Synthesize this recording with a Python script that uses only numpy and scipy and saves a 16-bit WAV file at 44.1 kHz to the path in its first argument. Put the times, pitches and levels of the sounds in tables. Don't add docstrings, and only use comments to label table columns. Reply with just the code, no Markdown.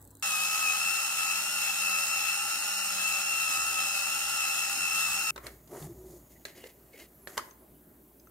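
import sys
import numpy as np
from scipy import signal
from scipy.io import wavfile
from scipy.ndimage import uniform_filter1d

SR = 44100
rng = np.random.default_rng(int(sys.argv[2]) if len(sys.argv) > 2 else 0)


def bounce(signal):
    frames = np.transpose(np.atleast_2d(signal))
    limited = np.clip(frames, -1, 1)
    pcm = np.round(limited * 32767).astype(np.int16)
    wavfile.write(sys.argv[1], SR, pcm)


def convert_level_to_amplitude(level_db):
    exponent = np.asarray(level_db, float) / 20
    return 10 ** exponent


N = 366030
T = np.arange(N) / SR
START_S, STOP_S = 0.225, 5.308


def evened(x):
    return x / np.sqrt(np.mean(abs(x) ** 2) + 1e-20)


def read(points, hz):
    f, value = np.transpose(points)
    return np.interp(np.log(hz + 1), np.log(f + 1), value)


def curves(rows):
    s, *columns = np.transpose(rows)
    return [np.interp(T, s, c) for c in columns]


def wander(width_hz, channels=1):
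    pole = [1, -np.exp(-np.pi * width_hz / SR)]
    z = rng.standard_normal((channels, N)) + 1j * rng.standard_normal((channels, N))
    return evened(signal.lfilter([1], pole, signal.lfilter([1], pole, z)))


def noise(colour, same, lead=((1, 0), (2, 0)), pan=((1, 0), (2, 0)), patchy_db=3.5):
    frames, hz = N // 256 + 5, np.fft.rfftfreq(1024, 1 / SR)
    a, b, c, d, patches = rng.standard_normal((frames, 513, 5)).T
    patches = uniform_filter1d(uniform_filter1d(patches, size=10, axis=0), size=10, axis=1)
    like = np.clip(read(same, hz), -1, 1)[:, None]
    left = a + 1j * b
    right = like * left + np.sqrt(1 - like ** 2) * (c + 1j * d)
    right = right * np.exp(-1j * read(lead, hz))[:, None]
    tilt = convert_level_to_amplitude(read(pan, hz) / 2)[:, None]
    level = convert_level_to_amplitude(read(colour, hz)[:, None] + patchy_db * evened(patches))
    z = np.array([left * tilt, right / tilt]) * level
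    return evened(signal.istft(z, nperseg=1024, noverlap=768)[1][:, :N])


def ports(z, pan_db, lead_rad):
    left, right = convert_level_to_amplitude(pan_db / 2) * np.exp(1j * lead_rad), convert_level_to_amplitude(-pan_db / 2)
    return np.sqrt(2) * (z * np.array([[left], [right]])).real


def between(start_s, end_s, edge_s=0.00059):
    return np.clip((T - start_s) / edge_s, 0, 1) * np.clip((end_s - T) / edge_s, 0, 1)


def swell(start_s, peak_s, end_s, full=1.0):
    return np.sin(np.pi / 2 * np.interp(T, [start_s, peak_s, end_s], [0, 1, 0])) ** (2 * full)


def bump(start_s, peak_s, end_s, db, fall_db, flat=1.4):
    away = np.interp(T, [2 * start_s - peak_s, peak_s, 2 * end_s - peak_s], [2, 0, 2])
    return np.reshape(db, (-1, 1)) - fall_db * away ** flat


# [pitch_hz, likeness]
ROOM_SAME = [(60, 0.98), (180, 0.99), (550, 0.76), (1650, 0.27), (4970, 0.8), (15000, 0.95)]
# [pitch_hz, level_db_per_hz]
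FIRST_ROOM = [(15, -44), (25, -14), (102, -7), (153, -26), (263, -9), (818, -18), (1160, -25.5),
              (1650, -26), (2300, -42), (3100, -41), (3900, -30), (5730, -44.5), (7000, -29), (7950, -24),
              (9000, -31.5), (16000, -29)]
# [pitch_hz, level_db]
HUM = [(99.5, -61.5), (272, -67)]


def first_room():
    air = convert_level_to_amplitude(-58) * noise(FIRST_ROOM, ROOM_SAME)
    hum = sum(np.sqrt(2) * convert_level_to_amplitude(db) * np.sin(2 * np.pi * hz * T) for hz, db in HUM)
    return (air + hum) * between(-1, START_S)


# [pitch_hz, level_db_per_hz]
KITCHEN_AIR = [(15, -48), (25, -15), (49, -15.5), (210, -9.5), (366, -7.5), (533, -23), (609, -13),
               (680, -20), (5000, -42), (6500, -84.5), (11000, -120)]
# [pitch_hz, level_db_per_hz]
SELF_NOISE = [(2350, -37), (4000, -23), (4890, -22.5), (7570, -14.5), (9580, -13), (10800, -10),
              (11900, -5.5), (15800, -6.5)]
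# [start_s, peak_s, end_s, level_db]
DRAUGHT = (7.45, 7.4, 8, 3.9)


def kitchen_air():
    wake_s, asleep_db, awake_db = 3.1, -2, 1
    level_db = np.where(T < wake_s, asleep_db, awake_db)
    level_db = np.maximum(level_db, bump(*DRAUGHT, fall_db=2.8)[0])
    air = convert_level_to_amplitude(-61.5 + level_db) * noise(KITCHEN_AIR, ROOM_SAME, patchy_db=2.0)
    hiss = convert_level_to_amplitude(-61) * noise(SELF_NOISE, ROOM_SAME, patchy_db=.6)
    return (air + hiss) * between(START_S, 9)


# [start_s, peak_s, end_s, drone_db, rumble_db]
SURGES = [
    (-.1, .09, 0.23, -66, -66),
    (3.2, 3.7, 3.9, -62, -69),
    (3.8, 4.39, 4.6, -63.5, -70),
    (4.6, 5.13, 5.3, -61.5, -63.5),
    (5.3, 5.45, 5.7, -55, -58),
    (5.7, 5.865, 6, -60, -49),
    (5.85, 5.98, 6.43, -55, -60.5),
    (7.0, 7.4, 7.1, -60, -73),
    (7.68, 7.97, 7.8, -58, -62.5),
]


def appliances():
    surges = [bump(*row[:3], row[3:], fall_db=12) for row in SURGES]
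    idle_db = np.array([[-73.5], [-85.5]]) + 5.8 * (T > STOP_S)
    drone_db, rumble_db = np.maximum(np.max(surges, axis=0), idle_db)
    drone = convert_level_to_amplitude(drone_db) * np.exp(2j * np.pi * 59.5 * T) * evened(1 + 0.39 * wander(21)[0])
    rumble = convert_level_to_amplitude(rumble_db) * np.exp(2j * np.pi * 135 * T) * wander(90)[0]
    return np.sqrt(2) * (drone + rumble).real


# [start_s, level_db]
SEEDS = [(0.0084, -53), (0.0154, -46), (0.0254, -45), (0.0424, -50), (0.0508, -46), (0.0752, -47),
         (0.1062, -48), (0.1123, -46), (0.1521, -44), (0.17, -47), (0.1974, -47)]
# [pitch_hz, width_hz, share]
SEED_RING = (7700, 590, 1)


def seeds():
    t60_s, trim_db, low_edge_hz = 0.014, -6, 7240
    out, t = np.zeros((2, N)), np.arange(600) / SR
    common = rng.standard_normal((len(SEEDS), 1, 600))
    puffs = common + 2.2 * rng.standard_normal((len(SEEDS), 2, 600))
    for (s, db), puff in zip(SEEDS, puffs):
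        out[:, round(s * SR):][:, :600] += convert_level_to_amplitude(db + trim_db - 60 * t / t60_s) * puff
    hz, width_hz, share = SEED_RING
    out = out + share * signal.lfilter(*signal.iirpeak(hz, hz / width_hz, SR), out)
    return signal.lfilter(*signal.butter(4, low_edge_hz, "high", fs=SR), out)


# [start_s, peak_s, end_s]
WHISPER = (5.3, 6.4, 6.7)
# [pitch_hz, width_hz, level_db]
WHISPER_BAND = (6750, 550, -72.5)


def sleeve():
    hz, width_hz, db = WHISPER_BAND
    band = np.exp(2j * np.pi * hz * T) * wander(width_hz)[0]
    return convert_level_to_amplitude(db) * swell(*WHISPER, full=.3) * np.sqrt(2) * band.real


# [start_s, peak_s, end_s]
THUMP = (5.821, 5.845, 5.874)


def tray_thump():
    return convert_level_to_amplitude(-41.5) * swell(*THUMP, full=0.23) * np.sqrt(2) * np.sin(2 * np.pi * 145 * T)


# [start_s, length_s, drag_db, scrape_db, rub_db]
SLIDES = [(5.42, 0.093, -52, -52, -53.5), (5.69, 0.15, -45.5, -59.5, -53), (5.76, 0.13, -49.5, -60, -50.5),
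          (5.86, 0.082, -56.5, -70, -60), (5.9, 0.22, -58.5, -80, -64.5), (6.03, 0.2, -57, -78, -58.5),
          (6.29, 0.07, -71, -72, -61.5), (6.54, 0.1, -58, -57.5, -58), (6.6, 0.13, -60, -58.5, -58.5),
          (6.92, 0.089, -63, -60, -62), (6.96, .11, -56.5, -55, -56)]
# [start_s, length_s, drag_db, scrape_db, rub_db]
SHIVERS = [
    (5.355, 0.14, -55, -57, -68),
    (5.465, 0.16, -56.5, -62.5, -57.5),
    (6.452, 0.097, -55, -55.5, -56),
    (7.272, 0.28, -54.5, -57, -53.5),
    (7.369, 0.038, -48, -43, -47),
    (7.385, 0.16, -57, -59, -58),
]


def strokes():
    held_db = (-68.5, -80, -71)
    level_db = np.reshape(held_db, (-1, 1)) * np.ones(N)
    for rows, peak, flat in ((SLIDES, 0.48, 2.8), (SHIVERS, 0.044, 1.25)):
        for s, length_s, *db in rows:
            stroke_db = bump(s, s + peak * length_s, s + length_s, db, 14.5, flat)
            level_db = np.maximum(level_db, stroke_db)
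    return level_db


# [pitch_hz, width_hz, level_db]
DRAG = [(378, 97, -1.5), (594, 280, -3.5), (878, 600, -12.5), (241, 91, -9.5)]
# [pitch_hz, width_hz, level_db]
SCRAPE = [(2030, 430, 1), (2780, 710, -1.5), (1750, 830, -5), (4100, 3500, 0)]
# [pitch_hz, width_hz, level_db]
TRAY = [(1226, 540, -2), (1860, 680, -1.5), (2900, 820, -11.5)]
# [pitch_hz, level_db_per_hz]
RUB = [(1760, -35), (3000, -17), (3400, -9), (5900, -2.5), (6800, 2.5), (7700, -1), (9200, -1), (11600, 2),
       (16000, -5.5)]


def hands():
    drag_db, scrape_db, rub_db = strokes()
    grain = evened(convert_level_to_amplitude(3.6 * wander(170)[0].real))
    bent_s = np.cumsum(1 + .025 * wander(6)[0].real) / SR

    def body(modes):
        out = 0
        for hz, width_hz, db in modes:
            tone = np.exp(2j * np.pi * hz * bent_s) * wander(width_hz)[0]
            out = out + convert_level_to_amplitude(db) * ports(tone, 0, hz / 4000)
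        return evened(out)

    twisting = between(6.28, 7.1, .02)
    plastic = twisting * body(SCRAPE) + (1 - twisting) * body(TRAY)
    skin = noise(RUB, [(3000, 0.76), (15000, 0.8)], patchy_db=-0.2)
    moving = convert_level_to_amplitude(drag_db) * body(DRAG)
    moving = moving + grain * convert_level_to_amplitude(scrape_db) * plastic + np.sqrt(grain) * convert_level_to_amplitude(rub_db) * skin
    return moving * between(5.33, 7.54, 0.037)


# [start_s, length_s,
# pitch_hz, level_db]
CREAKS = [(5.706, 0.084, 404, -48), (5.747, 0.034, 723, -55), (5.74, 0.038, 960, -55),
          (5.738, .03, 1280, -60), (5.82, .05, 820, -59), (5.857, 0.028, 344, -52.5),
          (5.886, 0.047, 343, -49.5), (5.966, 0.16, 372, -53), (6.091, 0.085, 351, -52.5),
          (6.315, 0.027, 2050, -74), (6.355, 0.025, 1980, -65), (6.46, 0.13, 1820, -71),
          (6.607, 0.041, 2860, -62), (6.632, 0.038, 2090, -60), (6.652, 0.013, 501, -51.5),
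          (6.928, 0.045, 2190, -60), (6.996, 0.04, 2120, -58), (7.0, 0.032, 2900, -67),
          (7.391, 0.0092, 1290, -40), (7.383, 0.011, 1060, -41), (6.05, .04, 2020, -77),
          (5.441, 0.03, 412, -53), (6.94, 0.019, 470, -56.5)]


def creaks():
    roughness, sharpness = 0.67, 10
    out, shakes = np.zeros(N), rng.standard_normal((len(CREAKS), 2, SR // 8))
    for (s, length_s, hz, db), (a, b) in zip(CREAKS, shakes):
        t = np.arange(min(round(length_s * SR), len(a))) / SR
        slow = signal.butter(2, hz / sharpness, fs=SR)
        shake = evened(signal.lfilter(*slow, a + 1j * b))[-len(t):]
        tone = np.exp(2j * np.pi * hz * t) * (1 + roughness * shake)
        tone = tone * np.sqrt(np.sin(np.pi * t / length_s))
        out[round(s * SR):][:len(t)] += np.sqrt(2) * convert_level_to_amplitude(db) * tone.real
    return out


# [time_s, pitch_hz, level_db]
SQUEAKS = [
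    [(7.14, 11350, -72), (7.158, 11760, -63), (7.175, 11900, -59), (7.2, 11500, -66), (7.225, 11170, -65),
     (7.27, 11340, -63), (7.335, 11500, -63), (7.37, 11450, -74)],
    [(7.585, 11000, -76), (7.605, 10800, -69), (7.645, 10500, -78)],
    [(7.68, 10750, -80), (7.715, 10870, -78), (7.77, 10450, -77), (7.81, 10100, -80), (7.835, 10020, -77),
     (7.87, 9750, -78)],
]


def squeak():
    out, shake = 0, wander(60)[0]
    for rows in SQUEAKS:
        hz, db = curves(rows)
        tone = np.exp(2j * np.pi * np.cumsum(hz) / SR) * (1 + 0.58 * shake)
        out = out + np.sqrt(2) * convert_level_to_amplitude(db) * tone.real * between(rows[0][0], rows[-1][0], .005)
    return out


# [start_s, peak_db, body_hz, crack_db, rim_hz]
TAPS = [(5.36, -35.5, 1090, -49, 3830), (5.3774, -33, 1240, -51.5, 3850), (5.4668, -33, 2160, -45.5, 4170),
        (5.6748, -57, 1030, -60.5, 7000), (5.8245, -48, 1430, -64, 6800), (6.4519, -33, 2050, -41.5, 4100),
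        (6.6396, -42, 2090, -62, 5420), (6.6566, -62, 2300, -66, 6220), (7.2728, -38, 1725, -47, 4000),
        (7.3772, -24.5, 1140, -32.5, 4580), (7.391, -40, 1230, -58, 4470), (7.5096, -55, 1230, -61, 6360),
        (8.198, -66, 1092, -70, 6100), (8.271, -60, 1330, -73, 6200)]
# [pitch_hz, level_db, t60_s]
JAR = [(463, 2, 0.019), (568, 3, 0.031)]
# [factor_on_body_hz, level_db]
SHELL = [(1., 6.5), (1.2, -11), (1.45, 0.5), (2.1, 2.5), (2.8, -8), (.75, -5.5)]
# [level_db_re_crack, t60_s]
RIM = (-2.7, 0.013)
# [start_s, pitch_hz, level_db, t60_s]
SNAPS = [(7.2733, 1750, -28, 0.011), (7.2733, 4160, -45, 0.016), (7.3776, 3020, -25.5, 0.011),
         (7.3776, 2030, -28.5, 0.012), (7.3795, 1260, -30, 0.022), (7.3795, 4500, -36, 0.013),
         (7.382, 1000, -35, 0.025), (7.3795, 1650, -28, 0.018), (7.38, 9400, -35, .008),
         (7.3776, 12400, -40, .008), (7.381, 4470, -48, .06), (7.41, 4800, -55, .04),
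         (7.379, 6210, -34, 0.018), (6.4529, 4100, -34.5, 0.016), (6.4575, 1720, -40, 0.023),
         (6.64, 2800, -43, 0.018), (5.3635, 3680, -43, 0.022), (5.3635, 1520, -39, 0.022),
         (5.4645, 1990, -38, .012), (5.468, 8400, -38, .012), (5.468, 10100, -41, .012),
         (5.826, 3600, -47, .015), (5.826, 4500, -47, .015), (6.642, 517, -40, 0.032),
         (7.2735, 8100, -44, .012), (7.2735, 9550, -50, .012), (6.4529, 6800, -39, .014),
         (6.484, 1500, -48, .015), (6.556, 2300, -56, .012), (7.5094, 6300, -50, 0.034),
         (8.198, 5100, -58, .025), (8.198, 6300, -55, .025), (8.2724, 1320, -48, 0.02),
         (8.2724, 6200, -60, .03)]


def taps():
    size = 4000
    out, t = np.zeros((2, N + size)), np.arange(size) / SR
    high = signal.butter(2, 2100, "high", fs=SR)
    dull = signal.butter(1, 7050, fs=SR)

    def ring(hz, db, t60_s):
        return convert_level_to_amplitude(db - 60 * t / t60_s) * np.sin(2 * np.pi * hz * t)

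    def shell_at(body_hz, detune):
        return sum(ring(body_hz * f * e, db, 0.041 / f ** 0.61) for (f, db), e in zip(SHELL, detune))

    hollow = sum(ring(*mode) for mode in JAR)
    crack_fall = convert_level_to_amplitude(-60 * t / 0.04) + convert_level_to_amplitude(-9.5 - 60 * t / 0.056)
    spread = rng.uniform(0.884, 1.087, (len(TAPS), 2, len(SHELL)))
    for (s, db, body_hz, crack_db, rim_hz), off in zip(TAPS, spread):
        right_off = 0.6 * off[0] + 0.235 * off[1]
        shell = np.array([shell_at(body_hz, off[0]), shell_at(body_hz, right_off)])
        crack = signal.lfilter(*high, rng.standard_normal((2, size)))
        crack = signal.lfilter(*dull, crack) * crack_fall
        crack += ring(rim_hz, *RIM) + ring(1.04 * rim_hz, *RIM)
        hollow_db = min(db - 7, -48.5) + 4
        knock = convert_level_to_amplitude(db - 8.5) * shell + convert_level_to_amplitude(hollow_db) * hollow + convert_level_to_amplitude(crack_db + 7.5) * crack
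        out[:, round(s * SR):][:, :size] += knock * np.minimum(t / 0.00077, 1)
    for s, hz, db, t60_s in SNAPS:
        out[:, round(s * SR):][:, :size] += ring(hz, db, t60_s)
    return out[:, :N]


# [pitch_hz, t60_s]
KITCHEN = [(300, 0.26), (1000, 0.51), (3000, 0.3), (9000, 0.28)]


def kitchen(x):
    echoes = np.zeros((2, SR // 2))
    slots = np.arange(200, SR // 2 - 20, 20)
    at = slots + rng.integers(0, 20, (2, len(slots)))
    np.put_along_axis(echoes, at, rng.choice([-1., 1.], at.shape), 1)
    hz, t, z = signal.stft(echoes, SR, nperseg=256)
    fall = convert_level_to_amplitude(-60 * t / read(KITCHEN, hz)[:, None])
    tail = signal.istft(z * fall, SR, nperseg=256)[1]
    return signal.fftconvolve(x, tail / np.linalg.norm(tail[0]), axes=1)[:, :N]


# [crack_s, drag_hz, lead_db, side_db, low_db]
BITES = [(0.189, 11, -6.5, 5, 1), (0.381, 13.5, 5.5, 0, 7), (0.443, 4.5, 3, 3, 1.5), (0.577, 4.5, 0, 3, 8),
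         (0.683, 6.5, 6, 12, 4.5), (0.752, 7.0, 0, 3, 3.5), (0.901, 3.5, 2.5, 12, -2.5),
         (1.04, 5.5, -0.5, -4, 4.5), (1.162, 2, 0, 1, 0), (1.233, 6.5, 2.5, 0.5, 5.5),
         (1.328, 3.5, 0, 7, 2), (1.411, 2, -2, -9, -2), (1.581, 1.05, -1.5, 1, -1.5),
         (1.703, 9.5, 2, -1, -3), (1.819, 2.5, -1, 6.5, -2), (1.958, 8, 3, 6, 4), (2.1, 5, 1.5, -6, 1.5),
         (2.278, 6.5, -0.5, 10, 1), (2.49, 0.0, -5.5, -15, -1), (2.519, 4, -2, -6, 3.5),
         (2.651, 2.5, -3.5, -8, -6), (2.89, 3, -2.5, -7, 1.5), (3.025, 10.5, 3, 5, 1),
         (3.189, 6.5, 1.5, -2, -2), (3.424, 5.5, 2.5, 2, 2.5), (3.565, 10.5, -1.5, 4, 3),
         (3.773, 3.5, 0.5, -2, 4), (3.839, 6.5, 0.5, 2.5, 2.5), (3.999, 6, -0.5, 8.5, -8),
         (4.104, 2, -2, 3.5, 2), (4.262, 3, -3.5, -10.5, 0), (4.427, 5, 0.5, 6.5, 3),
         (4.515, 5.5, -1, 6, 1), (4.685, 7, 0, -1, -2), (4.897, 3, -2, 13, -4), (4.94, 4, 1.5, 6, 1),
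         (4.99, 3, 4, -0.5, 3), (5.125, 8.5, 1.5, -6, -2), (5.374, 10.0, 0, 9, 3)]


def speed():
    free_hz, grip_s, recover_s = 205, .186, .145
    steps = np.arange(0, N + 64, 64)
    crack_s, drag_hz = np.transpose(BITES)[:2]
    since_s = steps[:, None] / SR - crack_s
    build = np.sin(np.pi / 2 * np.clip(1 + since_s / grip_s, 0, 1)) ** 2
    load = build * np.exp(-np.maximum(since_s, 0) / recover_s)
    return np.interp(np.arange(N), steps, free_hz - load @ drag_hz)


MESH = [(0, 1), (0, 3), (0, 4), (0, 5), (0, 9), (0, 10), (0, 12), (0, 18), (15, -1), (16, -1), (15, 0),
        (16, 0), (15, 2), (15, 3), (31, -1), (30, 0), (31, 0), (31, 1), (31, 3), (46, -1), (46, 0), (46, 1),
        (62, -1), (61, 0), (62, 0), (76, 0), (77, 0), (92, 0)]
# [level_db, left_right_db, left_lead_rad]
MESH_SOUND = [(-66, 2.5, 0.3), (-62.5, 4.5, 0.3), (-60.5, -2, 0.2), (-67, 4, 0.5), (-57, 10, -2),
              (-61, -9.5, 0.5), (-63, 8, 1.7), (-63, -1, 1), (-61, -4, 1.9), (-54.5, 0, 0.5),
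              (-43, 1.5, 1.43), (-49.5, -2.5, 0.5), (-58, 4, 1.15), (-60, -10, 0.0), (-61, 3.5, 1.5),
              (-43, 6, 1.37), (-36, 5.5, 0.96), (-60.5, 11, 3.2), (-51.5, 1.5, 2.5), (-58.5, 7, 2.5),
              (-54, 5, 0.5), (-61.5, 6.5, -2.5), (-56.5, 6, 0.5), (-48.5, 9, -0.5), (-57, -1, 1.8),
              (-53.5, -10, 1), (-46.5, -7, 3.5), (-50, -15.5, -3.5)]
SEATED_SMEAR = {(31, 0): .33, (30, 0): .8, (15, 0): .5, (0, 1): .3, (0, 3): .4, (0, 4): .7}


def gear_lines(shaft, planet):
    lead_db, side_db, low_db = curves(BITES)[1:]
    side_db = side_db - 2 + 4 * np.minimum(wander(14)[0].real, 1)
    steer_db = {31: lead_db, 30: side_db, 15: low_db, 16: -0.37 * low_db}
    rocking_db = 2.5 * np.sqrt(2) * wander(2, channels=2).real
    flutter = wander(36.3, channels=6)
    out = np.zeros((2, N))
    for k, ((teeth, turns), (db, pan_db, lead_rad)) in enumerate(zip(MESH, MESH_SOUND)):
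        swing_db = 0
        if turns == 0 and teeth in steer_db:
            swing_db = steer_db[teeth]
        elif teeth == 0 and turns < 4:
            swing_db = rocking_db[k % 2]
        smear = SEATED_SMEAR.get((teeth, turns), .85)
        tone = np.exp(1j * (teeth * planet + turns * shaft)) * evened(1 + smear * flutter[k % 6])
        out += ports(tone * convert_level_to_amplitude(db + swing_db), pan_db, lead_rad)
    return out


# [planet_order, width_hz, level_db, left_lead_rad]
RATTLE = [(9.1, 30, -57, 0.2), (9.466, 130, -54, 0.1), (15.38, 232, -48, 0.4), (29.57, 186, -42, 1.53),
          (43.8, 160, -63, -4.5), (60.88, 315, -43, 0.44), (76.5, 1300, -41.5, 2.5), (93.6, 860, -44.5, -2),
          (122.8, 240, -47.5, 1.5)]


def rattle(planet):
    out = np.zeros((2, N))
    held = (planet + np.linspace(0, planet[-1], N)) / 2
    for order, width_hz, db, lead_rad in RATTLE:
        both, apart = wander(width_hz, channels=2)
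        shake = both + min(0.01 * order, .55) * np.array([[1], [-1]]) * apart
        out += ports(np.exp(1j * order * held) * convert_level_to_amplitude(db) * shake, 0.5, lead_rad)
    return out


# [pitch_hz, level_db_per_hz]
GRIND = [(180, -55), (300, -30), (519, -25.5), (801, -12.5), (1040, -15), (1340, -8), (1580, -11.5),
         (2280, -10), (2610, -4.5), (3400, -6.5), (4830, -8), (5340, -11.5), (5900, -8.5), (10900, -8.5),
         (16000, -15)]
# [pitch_hz, likeness]
GRIND_SAME = [(100, 0.46), (700, 0.94), (1400, 0.34), (3100, 0.36), (6800, 0.38), (9500, 0.12),
              (12200, 0.41), (15000, 0.4)]
# [pitch_hz, lead_rad]
GRIND_LEAD = [(100, 0), (1200, 1), (2200, 1.3), (3800, 3), (5300, 5.9), (6300, 9), (8500, 12), (10000, 14),
              (12200, 18), (14300, 21.5), (16000, 22)]
# [pitch_hz, left_right_db]
GRIND_PAN = [(500, 1), (2700, 2), (5500, -.5), (8500, 5), (11000, 2), (14000, -2.5)]


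def grinding_hiss(shaft_hz, shaft, planet):
    usual_hz = shaft_hz[round(START_S * SR):round(STOP_S * SR)].mean()
    load_db = 0.24 * np.clip(usual_hz - shaft_hz, -8, 6)
    beat = 1 + 0.14 * np.cos(shaft) + 0.2 * np.cos(0.33 * shaft) + 0.038 * np.cos(planet)
    beat = beat + 0.12 * wander(32)[0].real
    return convert_level_to_amplitude(-33 + load_db) * beat * noise(GRIND, GRIND_SAME, GRIND_LEAD, GRIND_PAN, patchy_db=1.0)


# [pitch_hz, width_hz, depth_0_1]
DIPS = [(2300, 320, .4), (3380, 330, .45), (3680, 180, .45), (4850, 300, .5), (5850, 200, .4),
        (7550, 280, .55), (9900, 300, .5), (12900, 400, .55), (14100, 300, .5)]


def thinner_bands(x):
    sway = wander(8, channels=2).real
    for k, (hz, width_hz, depth) in enumerate(DIPS):
        moved = np.clip(depth + .27 * sway[k % 2] * (-1) ** (k // 2), 0, .9)
        x = x - moved * signal.lfilter(*signal.iirpeak(hz, hz / width_hz, SR), x)
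    return x


def grinder():
    shaft_hz = speed()
    shaft = 2 * np.pi * np.cumsum(shaft_hz + 0.242 * wander(13.0)[0].real) / SR
    planet = shaft / 2.25
    out = gear_lines(shaft, planet) + rattle(planet) + grinding_hiss(shaft_hz, shaft, planet)
    faint_end = convert_level_to_amplitude(-40) * between(STOP_S - .002, STOP_S + .013, .004)
    return thinner_bands(out) * (between(START_S, STOP_S, .0004) + faint_end)


def scene():
    knocks = taps()
    background = first_room() + kitchen_air() + appliances() + seeds()
    handling = sleeve() + tray_thump() + hands() + creaks() + squeak()
    return background + handling + knocks + convert_level_to_amplitude(-10.5) * kitchen(knocks) + grinder()


def masked(x):
    hz, t, z = signal.stft(x, SR, nperseg=1024, noverlap=768)
    power = abs(z.mean(0)) ** 2
    near = uniform_filter1d(uniform_filter1d(power, size=3, axis=0), size=5, axis=1)
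    level_db = 10 * np.log10(near + 1e-20)
    around_db = uniform_filter1d(uniform_filter1d(level_db, size=41, axis=0), size=9, axis=1)
    grinding = (t > START_S) & (t < STOP_S - .015)
    empty = (level_db < around_db - 6.6) & (hz[:, None] > 2250) & grinding
    return signal.istft(z * np.where(empty, .05, 1), SR, nperseg=1024, noverlap=768)[1][:, :N]


def top_cut(x):
    return signal.sosfilt(signal.butter(12, 16660, fs=SR, output="sos"), x)


def record(dry):
    thin = signal.lfilter(*signal.butter(2, 42, "high", fs=SR), dry)
    edge = signal.firwin(401, 15750, window=("kaiser", 8), fs=SR)
    limited = signal.oaconvolve(masked(thin), edge[None], "same")
    return top_cut(limited)


dry = scene()
out = record(dry)
bounce(out)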